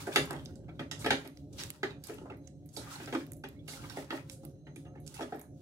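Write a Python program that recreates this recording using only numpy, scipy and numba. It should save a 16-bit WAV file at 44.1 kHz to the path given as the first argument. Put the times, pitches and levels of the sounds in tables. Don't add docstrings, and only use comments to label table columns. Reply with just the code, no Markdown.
import sys
import numpy as np
from scipy import signal
from scipy.fft import rfft, irfft
from scipy.io import wavfile
from scipy.ndimage import uniform_filter1d
from numba import njit

SR = 44100
rng = np.random.default_rng(int(sys.argv[2]) if len(sys.argv) > 2 else 0)


def digitize_waveform(pressure):
    field = np.atleast_2d(pressure).T
    bounded = np.clip(field, -1, 1)
    quanta = np.round(bounded * 32767).astype(np.int16)
    wavfile.write(sys.argv[1], SR, quanta)


N = 247401

# time_s, level_db
HUM_CONTOUR = [(0.0, -41), (0.11, -48), (0.23, -43), (0.6, -46.5), (1.09, -45), (1.31, -55), (1.64, -45),
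               (1.75, -53), (2.08, -47.5), (2.28, -46.5), (2.48, -54), (2.75, -52), (2.98, -44),
               (3.45, -50.5), (4.06, -47.5), (4.48, -51.5), (5.28, -48), (5.61, -52)]
# centre_hz, width_hz, relative_db
HUM_RESONANCES = [(80, 27, -20.5), (113, 8.1, -5.5), (148.5, 19.3, 2), (283.9, 19, -4), (334.1, 12, -13.5),
                  (536.4, 17, -11.5), (602.7, 30, -15.5), (717, 26, -19.5), (820, 110, -29.5)]
# freq_hz, gain_db
HUM_SIDE_SPECTRUM = [(40, -13), (100, -13), (280, -16), (500, -12.5), (900, -12.5)]
# freq_hz, relative_db
RUMBLE_SPECTRUM = [(20, -16), (45, -3), (70, 14), (200, 7), (400, 3), (850, -39), (1000, -76.5)]
# centre_hz, width_hz, level_db
WHISTLE_BANDS = [(4060, 45, -89), (5700, 60, -91.5), (6370, 36, -85.5), (8350, 46, -97)]
# freq_hz, density_db_per_hz
HISS_SPECTRUM = [(900, -134), (2000, -132), (6000, -132), (12000, -129), (16000, -139)]
# centre_hz, t60_s, level_db, stereo_correlation
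REVERB_BANDS = [(118, 0.029, -8, 1), (216.7, 0.26, -4, 1), (472, 0.27, -4.5, 0.85), (1156, 0.21, -5.5, 0),
                (1916, 0.21, -1, 0.21), (4180, 0.21, -1.5, .05), (8900, 0.28, -4, .05),
                (13100, 0.12, -5, .05)]
# start_s, level_db, pitch_hz, decay_ms
THIN_TONE_EVENTS = [(1.11, -59, 4560, 65), (0.925, -60, 2900, 27), (2.44, -74, 3960, 44),
                    (2.472, -43, 6120, 2.9), (2.472, -49, 6700, 3.5), (4.655, -74, 4060, 75),
                    (5.076, -52, 6100, 4)]
# start_s, level_db, pitch_hz, decay_ms
SQUEAK_EVENTS = [(1.596, -44, 6140, 15)]
# start_s, level_db, pitch_hz, decay_ms
POP_CLACK_EVENTS = [(0.074, -41, 1490, 3.7), (0.16, -21, 808, 2.4), (0.161, -18, 1890, 2.2),
                    (0.49, -63, 1410, 12), (0.685, -60, 1320, 25), (0.793, -36.5, 3300, 3.3),
                    (4.107, -36, 2670, 3.4), (0.115, -59, 1420, 25), (0.305, -33, 1690, 3),
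                    (2.039, -47, 4850, 3), (3.438, -38, 1460, 4.1), (3.445, -75, 880, 6),
                    (1.834, -30, 2020, 6), (0.69, -56.5, 2260, 11), (0.692, -60.5, 3320, 5.9),
                    (1.612, -54.5, 4400, 5.4), (2.255, -55.5, 1000, 23), (2.298, -44, 1330, 4.3),
                    (2.3, -47.5, 2650, 6.1), (2.764, -43, 4580, 6), (2.872, -47.5, 1205, 9.8),
                    (2.912, -47, 1287, 16), (2.945, -50, 1454, 15), (2.955, -41, 4140, 3),
                    (3.0, -48, 1486, 12), (3.035, -52, 2500, 12), (3.059, -46.5, 4930, 3.3),
                    (3.073, -61, 1240, 6), (3.149, -29.5, 1184, 5.9), (3.56, -72, 2140, 36),
                    (3.59, -65, 3370, 13), (3.679, -43, 2860, 4.2), (3.682, -47.5, 2166, 8.4),
                    (3.688, -50, 4200, 9), (3.693, -49, 2790, 5), (3.734, -43, 2070, 4.5),
                    (3.77, -50, 1350, 6.9), (3.79, -54, 1360, 13), (3.838, -52, 2200, 9),
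                    (3.844, -45, 1206, 6.8), (3.882, -55, 1520, 3.7), (3.903, -46, 1530, 6.4),
                    (3.92, -57, 2770, 9), (3.926, -62, 4600, 5.5), (3.944, -60, 2850, 6),
                    (4.106, -37, 1767, 9.8), (4.124, -38.5, 895, 8.6), (4.667, -54.5, 1770, 5.7),
                    (4.668, -60, 2900, 8.1), (4.686, -78, 1256, 15), (4.762, -43, 2380, 2.8),
                    (4.852, -71, 3370, 8.5), (4.862, -64.5, 2740, 14), (4.865, -66.5, 1204, 37),
                    (4.953, -58.5, 1730, 11), (4.956, -65, 2670, 5), (4.975, -66, 2140, 16),
                    (5.192, -38, 872, 8.7), (5.221, -50.5, 5540, 5), (5.227, -45.5, 3320, 7.1)]
# start_s, level_db, centre_hz, decay_ms
SQUIRT_EVENTS = [(0.987, -35, 8300, 23), (1.526, -23.5, 6700, 3.4), (1.578, -23, 4700, 13.2),
                 (1.592, -27.5, 2000, 13.2), (2.035, -50.5, 6450, 71), (2.727, -40, 8800, 27),
                 (2.773, -34, 4900, 18.6), (2.775, -52, 1070, 360), (2.909, -31.5, 6960, 17),
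                 (3.677, -39.5, 5800, 36), (4.308, -30.5, 8900, 10.2), (5.14, -51, 6900, 14),
                 (5.208, -35, 5300, 10.6)]
# start_s, direct_db, centre_hz, walls_db, body_re_tick_db
SMACK_EVENTS = [(0.126, -58, 4730, -71, -15), (0.256, -59, 9500, -76, -20), (0.308, -54, 8950, -60, 4),
                (0.3307, -59, 8540, -71, -16), (0.451, -64, 10600, -75, -13),
                (0.4583, -54.5, 4030, -61, -23), (0.5562, -66, 6430, -66.5, -41),
                (0.913, -49, 4900, -44, -3), (1.275, -59, 9900, -65, -0.5), (1.372, -72.5, 4750, -82, 6.5),
                (1.636, -53.5, 6600, -71, 4.5), (1.7032, -46.5, 9300, -62, -3.5),
                (2.0376, -62, 4940, -53.5, -13), (2.039, -54.5, 10900, -54, -18),
                (2.07, -54, 9600, -60, -26), (2.142, -62, 10100, -66, -13), (2.37, -74, 12400, -73, -7),
                (2.4753, -66, 6430, -68, -3), (2.6597, -65.5, 12750, -65.5, -13.5),
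                (2.69, -70, 6300, -69.5, -9.5), (2.7657, -51.5, 4570, -59, -22.5),
                (2.7735, -71, 4120, -54.5, -24), (3.0588, -61, 6500, -72, -17),
                (3.2065, -76, 4170, -64, -15), (3.266, -64.5, 13200, -82, -3),
                (3.3189, -52, 10700, -63, -11.5), (3.3335, -57, 10700, -62.5, -29),
                (3.367, -69, 10700, -64.5, -16), (3.4872, -60.5, 10700, -68, -4),
                (3.898, -61, 4870, -58.5, 4), (4.045, -72, 5500, -72, -2), (4.159, -67, 6950, -74, -20),
                (4.298, -54, 6500, -61, -0.5), (4.4506, -55.5, 11460, -62.5, -9.5),
                (4.7597, -62, 8300, -59.5, -23.5), (5.001, -74, 11100, -67.5, -12),
                (5.0642, -66, 7050, -53, -8), (5.0767, -53.5, 5930, -61, -28),
                (5.141, -73, 6550, -51.5, -2), (5.3597, -66, 12700, -65, -14),
                (5.3947, -57, 12900, -61, -10), (5.414, -58.5, 9800, -59.5, -21)]
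# full_pressure_s, hold_s, squelch_db, sizzle_db, bubble_hz
FINGER_STROKES = [(0.0, 0.0051, -50, -44, 1211), (0.138, 0.051, -46.5, -42.5, 1717),
                  (0.255, 0.13, -51, -61.5, 1372), (0.412, 0.1, -74, -69, 1238),
                  (0.554, 0.049, -81.5, -84.5, 1394), (0.67, 0.46, -73, -79, 1430),
                  (1.006, 0.049, -58, -54, 1685), (1.13, 0.09, -55.5, -60, 1623),
                  (1.369, 0.03, -87, -69.5, 1723), (1.602, 0.035, -57.5, -44.5, 1100),
                  (1.732, 0.029, -69.5, -66, 1256), (1.863, 0.044, -58.5, -70, 1810),
                  (2.078, 0.013, -56, -53.5, 1050), (2.163, 0.013, -61, -71, 1300),
                  (2.305, 0.025, -58, -82, 1000), (2.444, .02, -82, -74.5, 1076),
                  (2.571, 0.11, -89.5, -83.5, 1498), (2.774, 0.069, -67, -57, 1109),
                  (2.904, 0.061, -55, -51.5, 1290), (3.02, 0.18, -61.5, -56, 1460),
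                  (3.278, 0.055, -72.5, -74, 1227), (3.506, 0.031, -67.5, -70, 1247),
                  (3.72, 0.027, -58, -51, 1433), (3.827, 0.095, -55, -56, 1300),
                  (3.971, 0.02, -53, -49.5, 1205), (4.136, 0.025, -50, -54.5, 1180),
                  (4.296, 0.012, -66.5, -60, 1432), (4.425, 0.042, -90, -71.5, 1225),
                  (4.481, 0.021, -82.5, -83, 2184), (4.559, 0.12, -89, -96.5, 1690),
                  (4.78, 0.028, -88.5, -67.5, 1866), (4.935, 0.018, -74.5, -101, 1183),
                  (5.08, 0.043, -87.5, -63, 1607), (5.164, 0.033, -59, -55.5, 1316),
                  (5.299, 0.041, -59.5, -67, 1267), (5.391, 0.015, -63.5, -72, 1047),
                  (5.59, .03, -94.5, -69.5, 1018)]
# freq_hz, relative_db
PASTE_SPECTRUM = [(470, -45.5), (800, 29), (1180, 20.5), (1320, 19), (1850, 3), (2500, 0.5), (2770, 4.5),
                  (4740, -2), (13300, -8.5), (16000, -1.5)]
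# freq_hz, relative_db, t60_s
BOWL_MODES = [(280.2, 0.5, .085), (326, 1, 0.039), (418.7, -5, 0.065), (567, -13, 0.045),
              (615, -12.5, 0.049), (683, -8, 0.034), (826, 1.2, 0.016), (1307, 5, 0.0098),
              (1460, -13, 0.021), (1760, -14.5, 0.026), (2078, -1, 0.02), (2910, -24, 0.14),
              (3750, -12.5, 0.044)]
# start_s, thud_db, clack_db, treble_db, contact_ms, rocking_db, clack_shift_oct
KNOCK_EVENTS = [(0.069, -39, -48, -58.5, 10.4, -7, -0.93), (0.159, -33, -29.5, -42.5, 2.2, -3, 0.01),
                (0.165, -36.5, -74, -78, 9.8, -6, 0.3), (0.307, -43, -45.5, -62, 2.3, -11, -1.05),
                (0.329, -45.5, -58, -80, 21, -3, -0.5), (0.681, -55, -70, -93, 9.2, 5, -0.5),
                (0.793, -42, -50.5, -70, 10, 0.5, -0.21), (0.913, -55, -52.5, -59.5, 2.3, -7, -0.25),
                (1.044, -39.5, -46, -70, 4.1, 0, -0.1), (1.061, -35, -40.5, -58, 2.5, -8.5, 0.22),
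                (1.105, -32, -33, -59, 3.1, -8, 0.04), (1.118, -42, -72, -75, 11, 5, .1),
                (1.246, -52, -61.5, -71, 14, -1, 0.2), (1.831, -37, -42.5, -68, 2.1, -14.5, -0.31),
                (2.089, -50.5, -71, -85, 2, 13.5, -0.8), (2.097, -44.5, -57, -86, 1.02, -3, -.7),
                (2.211, -48.5, -95, -82, 11, 9, -.7), (2.256, -53, -94, -88, 2.3, -4, -.7),
                (2.3, -49, -65.5, -86, 12, -3, -0.35), (2.769, -47.5, -72, -53, 4.1, -0.5, -0.3),
                (2.998, -50, -59, -88, 7.2, 5, -0.3), (3.073, -48.5, -56, -86, 8.5, -2, -0.23),
                (3.125, -39.5, -50.5, -84, 6, 0, -0.1), (3.133, -37.5, -60, -63, 8.7, 2.5, -.6),
                (3.149, -37.5, -46.5, -84, 2.2, 4, -.6), (3.163, -49, -69, -85, 2.4, 10, -0.7),
                (3.203, -53.5, -61, -81, 6.3, 7, -.6), (3.437, -48, -55.5, -74, 5.9, -5, 0.12),
                (3.677, -52, -59, -52, 48, -3, -0.36), (3.971, -43, -57, -63.5, 1.27, -11, -0.37),
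                (4.105, -44, -46.5, -74, 1.6, 2, -0.38), (4.122, -41, -56.5, -74, 5, -1, -0.4),
                (4.432, -52, -90, -76, 11, 10.5, .1), (4.666, -56, -68.5, -89, 15, 2.5, -0.34),
                (4.76, -51.5, -69, -87, 1.6, 14, 0.3), (4.85, -64, -74, -86, 9.7, -1, -0.2),
                (4.954, -57.5, -87, -93.5, 4.6, 4, 0.3), (5.192, -44.5, -60, -73, 11, -4, -.6),
                (5.208, -41, -52.5, -64, 1.1, 1.5, -0.32), (5.22, -49.5, -60, -65, 10, -6, -0.3),
                (5.322, -41.5, -54, -77, 6, -2, -0.67), (5.345, -49, -80, -76, 1.9, 0, -.6)]


def undb(db):
    return 10 ** (np.asarray(db, float) / 20)


def unit(x):
    return x / np.sqrt(np.mean(x ** 2, axis=-1, keepdims=True))


def band(x, lo_hz, hi_hz, order=2):
    sos = signal.butter(order, [lo_hz, min(hi_hz, .45 * SR)], "bandpass", fs=SR, output="sos")
    return signal.sosfilt(sos, x)


@njit
def svf(x, hz, q):
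    y, band_state, low_state = np.empty(len(x)), 0., 0.
    for i in range(len(x)):
        g = np.tan(np.pi * hz[i] / SR)
        v = (band_state + g * (x[i] - low_state)) / (1 + g * (g + 1 / q))
        band_state = 2 * v - band_state
        low_state += 2 * g * v
        y[i] = v / q
    return y


def resonate(x, hz, q, stages=2):
    for _ in range(stages):
        x = svf(x, hz + np.zeros(len(x)), q)
    return unit(x)


def colour(x, spectrum):
    hz, db = np.transpose(spectrum)
    n = x.shape[-1]
    bin_hz = np.maximum(np.arange(n // 2 + 1) * SR / n, 1)
    return irfft(rfft(x) * undb(np.interp(np.log(bin_hz), np.log(hz), db, left=-200)), n)


def noise_band(hz, width_hz, order=2):
    return unit(band(rng.standard_normal((2, N)), hz - width_hz / 2, hz + width_hz / 2, order))


def walk(rate_hz):
    hold = int(SR / rate_hz)
    steps = np.repeat(rng.standard_normal(N // hold + 1), hold)
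    return unit(uniform_filter1d(uniform_filter1d(steps, hold), hold)[:N])


def grains(per_s, spread_db):
    out, count = np.zeros(N), int(per_s * N / SR)
    signs = rng.choice([-1., 1.], count)
    sizes = undb(spread_db * np.minimum(rng.exponential(size=count), 3))
    out[rng.integers(0, N, count)] = signs * sizes
    return unit(out)


def puff(t, rise_ms, decay_ms):
    return (1 - np.exp(-t * 1000 / rise_ms)) * np.exp(-t * 1000 / decay_ms)


def add(out, start_s, sound, pan_db):
    i = int(start_s * SR)
    n = min(sound.shape[-1], N - i)
    out[:, i:i + n] += undb([[pan_db / 2], [-pan_db / 2]]) * sound[..., :n]


def tones(events, rise_ms, glide_per_s, flutter_rad):
    out, t = np.zeros((2, N)), np.arange(12288) / SR
    flutters = unit(uniform_filter1d(rng.standard_normal((len(events), len(t))), size=100))
    for (start_s, db, hz, decay_ms), flutter in zip(events, flutters):
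        cycles = hz * (t + glide_per_s * t ** 2 / 2) + rng.random()
        tone = np.sin(2 * np.pi * cycles + flutter_rad * flutter)
        add(out, start_s, undb(db) * tone * puff(t, rise_ms, decay_ms), pan_db=-5 * np.log2(hz / 1000))
    return out


def hum():
    modes = sum(undb(db + 2.5 * walk(7)) * noise_band(hz, width_hz)
                for hz, width_hz, db in HUM_RESONANCES)
    rumble = unit(colour(rng.standard_normal((2, N)), RUMBLE_SPECTRUM))
    level_db = np.interp(np.arange(N) / SR, *np.transpose(HUM_CONTOUR))
    level_db += 2.87 * np.minimum(walk(14), .8)
    mid, side = unit(unit(modes) + undb(-2.5) * rumble) * undb(level_db)
    side = colour(side, [(0.89, -5.5)] + HUM_SIDE_SPECTRUM)
    whistles = sum(undb(db + 3.6 * walk(12)) * noise_band(hz, width_hz, order=1)
                   for hz, width_hz, db in WHISTLE_BANDS)
    hiss = np.sqrt(SR / 2) * colour(rng.standard_normal((2, N)), HISS_SPECTRUM) * undb(walk(3.9))
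    return np.array([mid + side, mid - side]) + whistles + hiss


def kitchen(x):
    t = np.arange(int(.6 * SR)) / SR
    tail = np.zeros((2, len(t)))
    for hz, t60_s, db, correlation in REVERB_BANDS:
        mid, side = band(rng.standard_normal((2, len(t))), hz / np.sqrt(2), hz * np.sqrt(2))
        pair = np.sqrt((1 + correlation) / 2) * mid + np.sqrt((1 - correlation) / 2) * side * [[1], [-1]]
        fade = puff(t, 0.18, 1000 * t60_s / np.log(1000))
        tail += undb(db) * pair * fade / np.sqrt(np.sum(fade ** 2))
    return signal.fftconvolve(x, tail, axes=1)[:, :N]


def thin_tones():
    return tones(THIN_TONE_EVENTS, rise_ms=1.8, glide_per_s=0, flutter_rad=0.18)


def squeak():
    return tones(SQUEAK_EVENTS, rise_ms=8, glide_per_s=-8, flutter_rad=0.85)


def pops_and_clacks():
    return tones(POP_CLACK_EVENTS, rise_ms=1.7, glide_per_s=1.3, flutter_rad=0.65)


def squirts(rise_ms=28.5, start_ratio=0.89):
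    out, t = np.zeros((2, N)), np.arange(int(.3 * SR)) / SR
    for start_s, db, centre_hz, decay_ms in SQUIRT_EVENTS:
        hz = centre_hz * start_ratio ** (2 * np.exp(-t * 1000 / (rise_ms + decay_ms)) - 1)
        noise = rng.standard_normal((2, len(t)))
        spit_db = 2.8 * np.repeat(rng.standard_normal(len(t) // 64 + 1), 64)[:len(t)]
        jet = np.array([resonate(channel, hz, q=0.79) for channel in noise * undb(spit_db)])
        add(out, start_s, undb(db) * jet * puff(t, rise_ms, decay_ms), pan_db=0)
    return out


def smacks(pan_db=-7.5):
    direct, to_walls, t = np.zeros((2, N)), np.zeros((2, N)), np.arange(1024) / SR
    snap, peel = puff(t, .25, .6), undb(-10) * puff(t, 1.2, 2.5)
    for start_s, direct_db, hz, walls_db, body_db in SMACK_EVENTS:
        release = rng.standard_normal(len(t)) * (snap + peel)
        tick = resonate(release, hz, q=0.96)
        body = undb(body_db) * resonate(release, hz=3020, q=1, stages=1)
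        add(direct, start_s, undb(direct_db) * (tick + body), pan_db)
        add(to_walls, start_s, undb(walls_db) * (tick + body), pan_db)
    return direct, to_walls


def strokes(press_db_per_s=330.5, ease_db_per_s=234.5):
    full_s, hold_s, squelch_db, sizzle_db, bubble_hz = np.transpose(FINGER_STROKES)[:, :, None]
    t = np.arange(0, N + 64, 64) / SR
    press_db = -press_db_per_s * np.maximum(full_s - t, 0)
    shape_db = press_db - ease_db_per_s * np.maximum(t - full_s - hold_s, 0)
    squelch, sizzle = undb(squelch_db + shape_db), undb(sizzle_db + shape_db)
    pitch_hz = (squelch * bubble_hz).sum(0) / squelch.sum(0)
    return [np.interp(np.arange(N) / SR, t, c) for c in (squelch.sum(0), sizzle.sum(0), pitch_hz)]


def finger_drag():
    squelch_gain, sizzle_gain, bubble_hz = strokes()
    bubbles = sum(svf(grains(per_s=140, spread_db=6), bubble_hz * ratio * 2 ** (0.11 * walk(25)), q=12.0)
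                  for ratio in (.75, 1.05, 1.5, 2.1))
    channels = []
    for _ in range(2):
        crackle = band(colour(grains(per_s=400, spread_db=7), PASTE_SPECTRUM), 640, 5500)
        fine_bursts = grains(per_s=1800, spread_db=3.5) + 0.45 * rng.standard_normal(N)
        sizzle = unit(band(colour(fine_bursts, PASTE_SPECTRUM), 3780, .45 * SR))
        squelch = unit(unit(bubbles) + 1.05 * unit(crackle)) * squelch_gain * undb(3.57 * walk(45))
        channels.append(squelch + sizzle * sizzle_gain * undb(1.8 * walk(60)))
    return np.array(channels)


def bowl_ring(force, rocking_db, rocking_below_hz=370):
    out, scatter_db = 0, 2 * rng.standard_normal((len(force), len(BOWL_MODES)))
    for k, (hz, db, t60_s) in enumerate(BOWL_MODES):
        radius = np.exp(-np.log(1000) / (t60_s * SR))
        feedback = [1, -2 * radius * np.cos(2 * np.pi * hz / SR), radius ** 2]
        mode = unit(signal.lfilter([1], feedback, force)) / np.sqrt(1 - radius) / 2
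        out = out + undb(db + rocking_db * (hz < rocking_below_hz) + scatter_db[:, k:k + 1]) * mode
    return out


def knocks(rise_ms=0.54, rock_rise_ms=3.4, clack_hz=2085):
    start_s, thud_db, clack_db, treble_db, contact_ms, rocking_db, shift_oct = (
        np.transpose(KNOCK_EVENTS)[:, :, None])
    t = np.arange(6144) / SR
    rattle = undb(3 * np.repeat(rng.standard_normal((len(start_s), len(t) // 32)), 32, axis=1))
    force = unit(rng.standard_normal(rattle.shape) * rattle * puff(t, rise_ms, contact_ms))
    ring = bowl_ring(force, rocking_db)
    rock = (force + undb(-27.5) * ring) * (1 - np.exp(-t * 1000 / rock_rise_ms))
    thud = unit(band(rock, 300.4, 1008, order=3)) * undb(thud_db)
    rim, rim_hz = force + undb(-44) * ring, clack_hz * 2 ** shift_oct
    clack = np.array([resonate(blow, hz, q=0.82) for blow, hz in zip(rim, rim_hz)]) * undb(clack_db)
    treble = unit(band(force, 2800, 11200)) * undb(treble_db)
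    out = np.zeros((2, N))
    for at_s, body, top in zip(start_s[:, 0], thud + clack, treble):
        add(out, at_s, body, pan_db=-0.2)
        add(out, at_s, top, pan_db=-8)
    return out


def scene():
    smacks_direct, smacks_to_walls = smacks()
    knocks_squirts = knocks() + squirts()
    drag = finger_drag()
    pitched = pops_and_clacks() + squeak()
    direct = undb(-6) * knocks_squirts + undb(-2) * drag + undb(4.5) * pitched + smacks_direct
    to_walls = knocks_squirts + undb(-3) * drag + undb(-4) * pitched + smacks_to_walls
    return direct + thin_tones() + kitchen(to_walls) + hum()


def record(dry):
    port_lag_ms, cutoff_hz = 0.15, 15800
    hz = np.arange(N // 2 + 1) * SR / N
    right_lift = undb(0.77 + 0.69 / (1 + (6000 / np.maximum(hz, 1)) ** 4))
    left_delay = np.exp(-2j * np.pi * hz * port_lag_ms / 1000)
    ports = np.array([left_delay / np.sqrt(right_lift), np.sqrt(right_lift)])
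    droop = undb(-8 * (hz / 15500) ** 6)
    stereo = irfft(rfft(dry) * droop * ports, N)
    return signal.sosfilt(signal.ellip(10, .2, 60, cutoff_hz, fs=SR, output="sos"), stereo)


dry = scene()
out = record(dry)
digitize_waveform(out)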